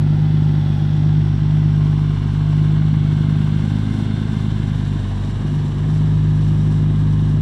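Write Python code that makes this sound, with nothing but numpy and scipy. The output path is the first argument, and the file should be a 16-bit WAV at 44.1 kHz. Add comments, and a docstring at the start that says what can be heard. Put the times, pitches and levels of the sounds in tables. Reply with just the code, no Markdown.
"""The boom and lumpy burble of a turbo V6 on fast idle, warming up in a car park.
The exhaust booms at the firing rate and burbles because the two banks and six cylinders blow unequally.
Over it the engine bay rustles and taps with each crank turn, the valve gear ticks, and belts and fan
whine faintly. The tone shifts as the listener walks round the nose, from one flank to the other."""
import sys
import numpy as np
from scipy import signal
from scipy.fft import rfft, irfft
from scipy.io import wavfile
from scipy.ndimage import uniform_filter1d, map_coordinates

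SR = 44100
rng = np.random.default_rng(int(sys.argv[2]) if len(sys.argv) > 2 else 0)


def transcribe(signal):
    """Save signal, clipped to [-1, 1], as a 16-bit WAV file at the path in sys.argv[1]."""
    frames = np.atleast_2d(signal).T
    limited = np.clip(frames, -1, 1)
    pcm = np.round(limited * 32767).astype(np.int16)
    wavfile.write(sys.argv[1], SR, pcm)


N = 326781
T = np.arange(N) / SR
CYLINDERS = 6

# the walk round the car: time_s, place (0 near flank, 1 nose, 2 far flank)
LISTENER_PATH = [(0, 0), (1.9, 0), (2.7, .3), (3.2, .9), (4.65, 1.05), (5.8, 2)]
# the mix at near flank, near corner, nose, far corner, far wing, far front wheel and far flank:
# time_s, firing_db, octave_db, burble_trim_db, bay_db, valve_db
SIDE_MIX = [(.8, -30, -21, 1.7, -41.5, -61.5), (2.2, -27, -22, -0.5, -40.5, -56.5),
            (4.1, -30.7, -21, 1.5, -39.5, -54.5), (5.2, -26.5, -23, -2.8, -39.5, -54),
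            (5.65, -30.5, -25, 0.9, -39.5, -54.5), (6.2, -25.5, -19.5, -0.1, -40, -54),
            (7.3, -26, -19.5, 2.5, -40.5, -55)]


def exhaust(cycle, cycle_hz, waver_db=.6, waver_per_s=3.6):
    """Clean boom, lumpy burble, and the rumble of firings that are never alike."""
    # the third firing harmonic, droning on the silencer's resonance: time_s, level_db
    drone = [(0.0, -15), (0.54, -15), (0.76, -18.2), (1.15, -13.5), (1.38, -19.5), (1.5, -14),
             (2.12, -16.5), (2.17, -22.5), (2.55, -14.5), (3.48, -17.5), (3.88, -25), (4.95, -22.5),
             (5.04, -33), (5.4, -27.5), (5.54, -18.5), (5.76, -22.5), (5.94, -16), (7.41, -17.5)]
    # the pipe's response to uneven firings: frequency_hz, relative_db
    pipe_eq = [(10, -22), (35, -5.5), (70, -5.5), (110, 1), (150, 3.5), (190, -5.5), (220, -1.5),
               (280, -4.5), (335, -3), (390, -12.5), (470, -19), (700, -30.5)]
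    firing_db, octave_db, *_ = curves(SIDE_MIX)
    drift_db = waver_db * wander(waver_per_s)
    harmonics_db = [firing_db + drift_db, octave_db + drift_db, curves(drone)[0]]
    boom = sum(undb(db) * pipe_harmonic(cycle, CYLINDERS * k, cycle_hz)
               for k, db in enumerate(harmonics_db, 1))
    uneven_firings = unit(pulses(CYLINDERS * cycle, rng.standard_normal(N)))
    rumble = undb(-31.5) * colour(uneven_firings + 2 * rng.standard_normal(N), pipe_eq)
    return boom + burble(cycle, cycle_hz) + rumble


def burble(cycle, cycle_hz):
    """Unequal banks and cylinders fill in between the firing harmonics; neighbours beat and throb."""
    # burble partials before the trim: {multiple of the cycle: (near_flank_db, nose_db, far_flank_db)}
    partials = { 3: (-52, -51, -51), 9: (-54, -42, -47), 13: (-43, -46, -46), 15: (-38.5, -30, -32),
                16: (-46, -45, -38), 17: (-45.5, -53, -48), 19: (-38, -45, -43), 20: (-45, -43, -40),
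                21: (-48, -44, -41), 24: (-44.5, -29.5, -36), 25: (-34.5, -31.5, -34.5),
                26: (-41.5, -48, -50), 27: (-43, -38, -47), 30: (-36, -34, -35), 31: (-48, -44, -45),
                33: (-55.5, -65, -44), 36: (-45.5, -45, -49), 37: (-53, -52, -48.5),
                38: (-49.5, -58.5, -52.5), 39: (-48.5, -55.5, -50), 42: (-51.5, -53, -44.5),
                43: (-53.5, -47, -55), 45: (-48.5, -52, -59.5)}
    place = curves(LISTENER_PATH)[0]
    _, _, trim_db, *_ = curves(SIDE_MIX)
    out = 0
    for order, levels in partials.items():
        db = np.interp(place, [0, 1, 2], levels) + wander(4)
        # one bank's three firings line up in thumps; single cylinders arrive by paths of any length
        lag_cycles = rng.random() if order % (CYLINDERS // 2) else 0
        out = out + undb(db) * pipe_harmonic(cycle - lag_cycles, order, cycle_hz)
    return undb(trim_db) * out


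def pipe_harmonic(cycle, order, cycle_hz, silencer_hz=151, silencer_q=1.18):
    """One exhaust harmonic of rms 1, phase-shifted by the silencer's main resonance."""
    ratio = order * cycle_hz / silencer_hz
    phase_lag = np.arctan(silencer_q * (ratio - 1 / ratio))
    # past the nose the path round the far flank takes over: upper harmonics flip, the chug smooths out
    detour = np.interp(curves(LISTENER_PATH)[0], [1, 1.4], [0, 1])
    flip = np.pi * detour if order >= 3 * CYLINDERS else 0
    return -np.sqrt(2) * np.sin(2 * np.pi * order * cycle + flip - phase_lag)


def engine_bay(cycle):
    """Belts, pistons and cams rustle in time with the crank; whines and rings pass with the walk."""
    # the bay's tone from four sides: frequency_hz, relative_db
    flank_eq = [(240, -43), (400, -21), (435, -19.5), (494, -6.5), (678, -5.5), (795, -3.5), (1190, -14.5),
                (1360, -7.5), (1760, -11), (1990, -13.5), (2260, -17.5), (2490, -16.5), (2860, -16),
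                (3350, -13), (5000, -25), (6500, -50), (11000, -120)]
    corner_eq = [(240, -28), (400, -4.5), (431, 1), (543, -13), (644, 0), (731, -4), (1060, 0.5),
                 (1150, -4.5), (1610, -5), (1870, -12.5), (2220, -7), (2490, -16.5), (2800, -8.5),
                 (3570, -9.5), (5000, -27), (6500, -37.5), (11000, -120)]
    nose_eq = [(240, -42), (400, -11), (426, -0.5), (499, -4.5), (700, -6), (754, -4), (803, -2.5),
               (1230, -11), (1550, -4.5), (1870, -15), (2120, -8.5), (2460, -18.5), (2770, -10.5),
               (3530, -10), (5000, -26.5), (6500, -62), (11000, -120)]
    far_corner_eq = [(240, -20), (400, -1), (579, -10), (657, -4.5), (856, -9), (912, -5.5), (1050, -5.5),
                     (1390, -14.5), (1650, -9), (2040, -16), (2620, -19.5), (2920, -14), (3310, -16.5),
                     (3800, -15), (5000, -37.5), (6500, -54.5), (11000, -120)]
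    # belt-driven parts: multiple of the cycle, relative_db, loudest_s, spread_s
    whines = [(238.7, -16, 0.34, 1), (239.5, -21.5, 4.1, 1), (97.6, -14, 0.5, .8), (125.8, -20, 5, 6.6)]
    # narrow resonances of the bay: pitch_hz, width_hz, relative_db, loudest_s, spread_s
    rings = [(2910, 37, -14, 2.3, 0.52), (2870, 43, -19, 5.3, 0.63), (1560, 66, -10, 3.76, 1.1),
             (3420, 170, -9, .75, 0.48), (790, 150, -4.5, 0.46, 0.66), (4170, 100, -18, 3, 1.6),
             (5510, 280, -18.5, 1.1, 1), (3900, 170, -16.5, 4.9, 0.39), (1065, 8.7, -12.5, 1.9, 0.44),
             (1060, 8, -12, 7.1, .25), (7400, 400, -25, 4.8, 1.5)]
    *_, bay_db, _ = curves(SIDE_MIX)
    crank = np.sin(2 * np.pi * cycle) ** 8
    firing = np.sin(np.pi * CYLINDERS * cycle) ** 2
    rustle = (1 + 0.28 * crank + 0.24 * firing) * rng.standard_normal(N)
    side_eqs = [flank_eq, corner_eq, nose_eq, far_corner_eq]
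    facing_s = [row[0] for row in SIDE_MIX[:4]]  # past the far corner the EQ holds
    crossfades = [np.interp(T, facing_s, share) for share in np.eye(4)]
    out = undb(-0.06) * unit(sum(fade * colour(rustle, eq) for fade, eq in zip(crossfades, side_eqs)))
    for order, db, loudest_s, spread_s in whines:
        belt_creep = 0.2 * wander(25)
        whine = unit(np.sin(2 * np.pi * (order * cycle + belt_creep)))
        out = out + undb(db + 2 * wander(13)) * passing(loudest_s, spread_s) * whine
    for hz, width_hz, db, loudest_s, spread_s in rings:
        ring = signal.lfilter(*signal.iirpeak(hz, hz / width_hz, fs=SR), rng.permutation(rustle))
        out = out + undb(db) * passing(loudest_s, spread_s) * unit(ring)
    return undb(bay_db) * out


def knock(cycle, level_db=-51, decay_s=.007, scatter_db=1, weaker_db=-1):
    """A dull mechanical tap once a crank turn, strong and weak in turn, clearest on nearing the nose."""
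    # the tap's tone: frequency_hz, relative_db
    block_eq = [(450, -15), (750, -1), (1050, -2.0), (1600, -6.5), (2300, -15.5)]
    accents_db = np.resize([0, weaker_db], N) + scatter_db * rng.standard_normal(N)
    taps = decay(pulses(2 * cycle + .5, undb(accents_db)), decay_s)
    return undb(level_db) * passing(3.0, 1.5) * colour(taps * rng.standard_normal(N), block_eq)


def valve_gear(cycle, panel_delay_s=1 / 1910, echo_gain=0.19, scatter_db=3.5, decay_s=0.011):
    """Twelve ticks a cycle in a fine hiss, combed by a close reflection."""
    # the sizzle of valves and injectors: frequency_hz, relative_db
    valve_eq = [(3200, -21.5), (4300, -2), (5000, -2.5), (5700, -1), (6600, -8.5), (7600, -5.5),
                (9700, -11), (10600, -20), (14000, -26.5)]
    *_, valve_db = curves(SIDE_MIX)
    strengths = undb(scatter_db * rng.standard_normal(N))
    ticks = decay(pulses(2 * CYLINDERS * cycle, strengths), decay_s)
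    crank = -np.cos(2 * np.pi * 2 * cycle)
    hiss = (1 + 0.74 * ticks + 0.13 * crank) * rng.standard_normal(N)
    hiss = hiss + echo_gain * np.interp(T - panel_delay_s, T, hiss)
    return undb(valve_db + 0.86 * wander(13)) * colour(hiss, valve_eq)


def cooling_fan():
    """Faint blade tones that keep their pitch whatever the engine does."""
    # the fan's hum: pitch_hz, level_db
    tones = [(431, -56.5), (822, -61.5), (900, -62), (941, -60), (1061, -60.5), (1138, -66.5),
             (1175, -65.5), (1371, -64)]
    wobbly_time = np.cumsum(1 + 0.001965 * wander(5)) / SR
    return sum(undb(db + 2.5 * wander(2.8)) * unit(np.sin(2 * np.pi * hz * wobbly_time))
               for hz, db in tones)


def whistle():
    """A thin whistle, likely intake air, heard only in front of the nose."""
    pitch_hz = 3577 + 4 * wander(15)
    tone = unit(np.sin(2 * np.pi * np.cumsum(pitch_hz) / SR))
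    return undb(-54 + 1.5 * wander(10)) * passing(4.15, .65) * tone


def ground_bounce(x, delay_s=.0024, bounce_gain=0.11):
    """The asphalt adds a late copy; its comb slides as the listener sways and walks."""
    place = curves(LISTENER_PATH)[0]
    lag_s = delay_s * (1 + 0.204 * np.sin(np.pi * place / 2) + 0.036 * wander(1.5))
    late = map_coordinates(x, [(T - lag_s) * SR], order=3)
    return (x + bounce_gain * late) / np.hypot(1, bounce_gain)


def undb(db):
    """Decibels to gain."""
    return 10 ** (np.asarray(db) / 20)


def unit(x):
    """Scale to rms 1."""
    return x / np.sqrt(np.mean(x ** 2))


def curves(table):
    """Each column of a time table as an automation curve."""
    time_s, *columns = np.transpose(table)
    return [np.interp(T, time_s, column) for column in columns]


def colour(x, eq, size=16384):
    """Minimum-phase EQ through (frequency_hz, relative_db) points; output at rms 1."""
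    hz, db = np.transpose(eq)
    bins_hz = np.maximum(np.arange(size // 2 + 1) * SR / size, 1)
    octaves_outside = np.maximum(np.log2(hz[0] / bins_hz), 0) + np.maximum(np.log2(bins_hz / hz[-1]), 0)
    response_db = np.interp(np.log(bins_hz), np.log(hz), db) - np.minimum(40 * octaves_outside, 60)
    cepstrum = irfft(np.log(undb(response_db)))
    cepstrum[1:] *= 2
    cepstrum[size // 2:] = 0
    impulse = irfft(np.exp(rfft(cepstrum)))[:4096]
    return unit(signal.oaconvolve(x, impulse)[:N])


def wander(per_s):
    """Glides between random levels, per_s of them a second; rms 1."""
    hold = max(int(SR / per_s), 1)
    steps = np.repeat(rng.standard_normal(N // hold + 1), hold)
    return unit(uniform_filter1d(steps, hold)[:N])


def pulses(phase, sizes):
    """One pulse of the next size each time the phase passes a whole number."""
    at = np.flatnonzero(np.diff(np.floor(phase)))
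    out = np.zeros(N)
    out[at] = sizes[:len(at)]
    return out


def decay(hits, decay_s):
    """Give each pulse an exponential tail."""
    return signal.lfilter([1], [1, -np.exp(-1 / (decay_s * SR))], hits)


def passing(loudest_s, spread_s):
    """Bell-shaped swell of a part as the listener passes it."""
    return np.exp(-.5 * ((T - loudest_s) / spread_s) ** 2)


def scene():
    """One crankshaft drives every layer but the fan and the whistle."""
    # the idle, hunting a little: time_s, firing_hz
    idle_speed = [(0.0, 49.5), (0.32, 50.93), (0.7, 49.52), (1.13, 50.67), (1.31, 49.67), (1.54, 50.57),
                  (2.23, 49.71), (2.95, 51.34), (2.98, 50.3), (3.5, 50.74), (3.7, 51.8), (4.35, 52.58),
                  (4.79, 50.12), (5.11, 48.29), (5.48, 50.04), (5.76, 49.2), (5.87, 51.22), (7.41, 50.75)]
    cycle_hz = curves(idle_speed)[0] / CYLINDERS
    # counts four-stroke cycles, two crank turns each
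    cycle = np.cumsum(cycle_hz * (1 + 0.0013 * wander(20))) / SR + 1 / 8
    mechanics = engine_bay(cycle) + knock(cycle) + valve_gear(cycle)
    return (exhaust(cycle, cycle_hz) + ground_bounce(mechanics) + cooling_fan() + whistle())[None]


def record(dry, top_hz=14250):
    """A steep low-pass trims the very top."""
    return signal.sosfilt(signal.ellip(8, .2, 70, top_hz, fs=SR, output="sos"), dry)


dry = scene()
out = record(dry)
transcribe(out)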